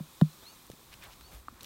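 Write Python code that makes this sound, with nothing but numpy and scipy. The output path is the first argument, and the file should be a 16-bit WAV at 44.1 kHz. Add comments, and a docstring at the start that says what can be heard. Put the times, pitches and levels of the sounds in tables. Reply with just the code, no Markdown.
"""Knocks on a wooden nest box

A hand knocks on a nest box in a quiet wood, lightly then firmly: damped modes clack and boom under a noise crack.
Then someone steps back over soft ground: low damped thuds, grainy rustles, noise-burst twigs, one pitched stick.
Thin whistles that rise and fall, probably a nylon sleeve sliding, are fuzzy gliding tones.
Shaped noise gives the faint air, hiss and rumble behind them."""
import sys
import numpy as np
from scipy import signal
from scipy.fft import rfft, irfft, next_fast_len
from scipy.io import wavfile
from scipy.ndimage import map_coordinates

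SR = 44100
rng = np.random.default_rng(int(sys.argv[2]) if len(sys.argv) > 2 else 0)


def digitize_waveform(pressure):
    """Quantize a signal to 16-bit integers and store it at the path in sys.argv[1].

    Rows of a 2-D input are taken as channels; values are limited to [-1, 1].
    """
    field = np.atleast_2d(pressure).T
    bounded = np.clip(field, -1, 1)
    quanta = np.round(bounded * 32767).astype(np.int16)
    wavfile.write(sys.argv[1], SR, quanta)


N = 72765


def amp(db):
    """Decibels to linear amplitude."""
    return 10 ** (np.asarray(db) / 20)


def unit(x):
    """Scale to rms 1."""
    return x / np.sqrt(np.mean(x ** 2) + 1e-20)


def clock():
    """Time of each sample in seconds."""
    return np.arange(N) / SR


def filtered(x, gain):
    """x times a gain that depends on frequency in Hz."""
    size = next_fast_len(N + 8192)  # zero padding
    return irfft(rfft(x, size) * gain(np.fft.rfftfreq(size, 1 / SR)), size)[:N]


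def noise(points):
    """Noise of rms 1 with a (Hz, dB) spectrum, interpolated over log frequency."""
    point_hz, point_db = np.transpose(points)

    def gain(hz):
        return amp(np.interp(np.log(hz + 1), np.log(point_hz + 1), point_db))
    return unit(filtered(rng.standard_normal(N), gain))


def band(centre_hz, octaves, skirt_db):
    """Noise of rms 1 in a bell around a centre, on a wide skirt."""
    def gain(hz):
        away = np.log2((hz + 1) / centre_hz) / octaves
        bell = np.exp(-.5 * away ** 2)
        skirt = amp(skirt_db) / np.sqrt(1 + (away / 2) ** 2)
        return bell + skirt
    return unit(filtered(rng.standard_normal(N), gain))


def wobble(knots_per_s):
    """A smooth random curve through normally distributed knots."""
    return map_coordinates(rng.standard_normal(N), [clock() * knots_per_s], mode="wrap")


def struck(start_s, t60_s, rise_s):
    """Envelope of a blow: quick rise, exponential decay."""
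    t = np.maximum(clock() - start_s, 0)
    return (1 - np.exp(-t / rise_s)) * np.exp(-np.log(1000) * t / t60_s)


def ring(start_s, hz, t60_s, rise_s):
    """One damped mode, set going at start_s."""
    return struck(start_s, t60_s, rise_s) * np.sin(2 * np.pi * hz * (clock() - start_s))


def swell(peak_s, rise_s, fall_s):
    """A smooth hump with Gaussian sides."""
    t = clock() - peak_s
    return np.exp(-.5 * (t / np.where(t < 0, rise_s, fall_s)) ** 2)


def box():
    """The knuckle cracks, the boards ring, then the weight of the hand drives the wall and the hollow."""
    # knocks: start_s, level_db, crack_level_db
    knocks = [(-.001, -21.5, -59), (0.2127, 0, -34.5)]
    # hollow, walls, then boards: pitch_hz, level_db (added to the knock), t60_s, lag_s after first touch, rise_s
    modes = [(154, -6.5, 0.11, 0.00487, 0.009), (188.2, 1, 0.036, 0.00657, 0.0067),
             (240, -15.5, .041, 0.00666, 0.0018), (545, -20, 0.018, 0.00263, 0.00058),
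             (755, -22.5, 0.0095, 0.00274, 0.00022), (989, -23.5, 0.018, 0.0004, 0.000091),
             (1350, -32, 0.02, 0.00035, .0002), (1850, -27, 0.0068, .00015, 0.00031),
             (2968, -37.5, 0.014, 0.00019, 0.00035), (3740, -30.5, .008, 0.0001, 0.00012)]
    # knuckle crack spectrum: freq_hz, level_db
    crack_spectrum = [(200, 9.5), (800, -6), (1700, 3.5), (2300, -10), (3800, 0), (5000, -5), (9000, -4.5),
                      (16000, -11)]
    crack_t60_s, crack_rise_s = 0.017, 0.00044
    radiation_hz = 75  # the small box gives off little below this

    out = np.zeros(N)
    for start_s, knock_db, crack_db in knocks:
        for hz, mode_db, t60_s, lag_s, rise_s in modes:
            out += amp(knock_db + mode_db) * ring(start_s + lag_s, hz, t60_s, rise_s)
        out += amp(crack_db) * struck(start_s, crack_t60_s, crack_rise_s) * noise(crack_spectrum)
    highpass = signal.butter(2, radiation_hz, "high", fs=SR, output="sos")
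    return signal.sosfilt(highpass, out)


def footfalls():
    """Soft ground answers treads and bumps with a few low damped cycles."""
    # dull footfalls and bumps: start_s, level_db, pitch_hz, t60_s, rise_s
    thuds = [(0.6999, -25, 438, .007, 0.00058), (0.7016, -38, 127, 0.056, 0.0023),
             (0.7343, -38.5, 208, 0.02, 0.00077), (1.218, -47.5, 58, .09, 0.0036),
             (1.331, -42, 135, 0.038, .002), (1.338, -34, 54.8, .21, 0.025),
             (1.483, -42, 282, 0.032, 0.0013), (1.525, -44.5, 241, 0.045, 0.0016)]
    out = np.zeros(N)
    for start_s, level_db, hz, t60_s, rise_s in thuds:
        out += amp(level_db) * ring(start_s, hz, t60_s, rise_s)
    return out


def twigs():
    """Dry twigs break with a noise spike and a short crackle."""
    # snaps: start_s, level_db, centre_hz, t60_s
    snaps = [(0.668, -49, 8000, .005), (0.7009, -41.5, 4500, 0.0066), (.716, -39.5, 3200, 0.0072),
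             (.9295, -46, 2200, 0.011), (.94, -43.5, 3000, 0.011), (1.038, -45, 3000, .008),
             (1.21, -45, 1090, 0.016), (1.608, -43.5, 3440, 0.026), (1.6317, -35, 9000, 0.0081),
             (1.6445, -39.5, 3440, 0.016)]
    width_octaves, skirt_db = 0.58, -6
    fracture_db, fracture_t60_s = 2.5, 0.001  # instant of breaking, relative to the crackle

    out = np.zeros(N)
    for start_s, level_db, hz, t60_s in snaps:
        crackle = struck(start_s, t60_s, rise_s=.0001)
        fracture = amp(fracture_db) * struck(start_s, fracture_t60_s, rise_s=.00005)
        out += amp(level_db) * (crackle + fracture) * band(hz, width_octaves, skirt_db)
    return out


def hollow_stick():
    """A hollow stick pops underfoot: a few short damped modes start together."""
    # modes: pitch_hz, level_db, t60_s
    stick_modes = [(1189, -17, 0.0088), (910, -32, 0.0088), (2650, -42.5, 0.01), (4340, -41, .007)]
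    start_s, rise_s = 1.4833, .0012
    return sum(amp(level_db) * ring(start_s, hz, t60_s, rise_s) for hz, level_db, t60_s in stick_modes)


def undergrowth():
    """Each brush is a swell of tiny uneven grains."""
    # undergrowth brushed aside: peak_s, level_db, rise_s, fall_s, centre_hz
    rustles = [(.335, -62, .01, .012, 7000), (.435, -57.5, 0.01, .012, 550), (.527, -58, .006, 0.0071, 590),
               (.742, -64, .005, 0.0098, 497), (.82, -61, 0.036, 0.019, 347),
               (0.936, -50.5, 0.012, .007, 2300), (1.036, -51, 0.013, 0.021, 2180),
               (1.04, -55.5, 0.0056, 0.0057, 13000), (1.07, -58, 0.055, 0.04, 780),
               (1.133, -57, .018, 0.0093, 2900), (1.328, -58, 0.013, 0.036, 1880),
               (1.345, -60, 0.028, 0.047, 11000), (1.35, -60.5, 0.066, 0.046, 525),
               (1.575, -63, 0.024, 0.052, 1400), (1.62, -58, 0.0066, 0.025, 300),
               (1.642, -53.5, 0.018, .03, 4060)]
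    width_octaves, skirt_db = 0.75, -14
    grain_depth_db, grain_knots_per_s = 4.5, 900

    out = np.zeros(N)
    for peak_s, level_db, rise_s, fall_s, hz in rustles:
        grain_gain = amp(grain_depth_db * wobble(grain_knots_per_s))
        grains = unit(grain_gain * band(hz, width_octaves, skirt_db))
        out += amp(level_db) * swell(peak_s, rise_s, fall_s) * grains
    return out


def sleeve():
    """Sliding cloth sings in narrow fuzzy lines whose pitch follows its speed."""
    # whistles: top_speed_s, top_pitch_hz, peak_s, level_db, spread_s
    swishes = [(.32, 4140, 0.31, -59.5, 0.012), (.515, 4510, 0.47, -51.5, 0.029),
               (1.278, 4540, 1.246, -56, 0.03)]
    # lines of the weave: pitch_ratio, level_db (added to the whistle), lag_s of the loudest moment
    weave = [(1, -3, 0.0075), (0.64, -15, 0.024), (1.44, -13, .045)]
    slowing_per_s2 = 38  # pitch falls away on either side of the top speed
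    fuzz_knots_per_s = 160

    out = np.zeros(N)
    for top_s, top_hz, peak_s, swish_db, spread_s in swishes:
        pitch_hz = top_hz * np.exp(-slowing_per_s2 * (clock() - top_s) ** 2)
        turns = np.cumsum(pitch_hz) / SR
        for ratio, line_db, lag_s in weave:
            fuzz = 1 + .5 * (wobble(fuzz_knots_per_s) + 1j * wobble(fuzz_knots_per_s))
            line = unit(np.real(fuzz * np.exp(2j * np.pi * ratio * turns)))
            out += amp(swish_db + line_db) * swell(peak_s + lag_s, spread_s, spread_s) * line
    return out


def trees(x):
    """A weak, short scatter from trunks and branches; longer waves pass round them."""
    t60_s, scatter_hz, level_db = .18, 350, -29
    tail = filtered(rng.standard_normal(N), lambda hz: hz ** 2 / (hz ** 2 + scatter_hz ** 2))
    tail *= struck(0, t60_s, rise_s=0.0044)
    return amp(level_db) * signal.fftconvolve(x, tail / np.linalg.norm(tail))[:N]


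def background():
    """Forest air, a fine hiss and the low rumble of the moving microphone, as shaped noises."""
    # background course: time_s, air_level_db, hiss_level_db
    levels = [(0, -61, -58), (.2, -61, -57), (.5, -60, -56.5), (.75, -63, -59), (.9, -61, -59),
              (1.1, -59, -58.5), (1.36, -63, -59), (1.43, -64, -63), (1.65, -59.5, -61)]
    # rumble course: time_s, level_db
    rumble_levels = [(0, -70.5), (.75, -70), (.9, -60.5), (1.25, -62), (1.65, -61)]
    # air spectrum: freq_hz, level_db
    air_spectrum = [(15, -31), (25, -3), (66, -3.5), (108, -8), (185, -2.5), (262, -4.5), (364, -4),
                    (450, -10.5), (546, -7), (612, -12), (1110, -4.5), (1600, -12.5), (2500, -15),
                    (3250, -40), (5500, -120)]
    # hiss spectrum: freq_hz, level_db
    hiss_spectrum = [(1180, -35), (2000, -13), (2260, -5.5), (2440, -0.5), (2750, -4), (3570, 2.5),
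                     (4170, 1.5), (4590, -2), (5550, -2), (6370, -2.5), (8550, -2), (10300, -5.5),
                     (12600, -2.5), (15100, -3.5), (15800, -4)]
    # rumble spectrum: freq_hz, level_db
    rumble_spectrum = [(20, -16), (50, -1), (95, -5.5), (200, -15.5), (600, -62)]

    time_s, air_db, hiss_db = np.transpose(levels)
    rumble_time_s, rumble_db = np.transpose(rumble_levels)
    air = amp(np.interp(clock(), time_s, air_db)) * noise(air_spectrum)
    hiss = amp(np.interp(clock(), time_s, hiss_db)) * noise(hiss_spectrum)
    rumble = amp(np.interp(clock(), rumble_time_s, rumble_db)) * noise(rumble_spectrum)
    return air + hiss + rumble


def scene():
    """All sources, close to one microphone; the trees scatter all but the background."""
    near = box() + footfalls() + twigs() + hollow_stick() + undergrowth() + sleeve()
    return (near + trees(near) + background())[None]


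def record(dry):
    """Nothing is kept above the band limit."""
    top_hz = 15950
    return np.array([filtered(x, lambda hz: hz < top_hz) for x in dry])


dry = scene()
out = record(dry)
digitize_waveform(out)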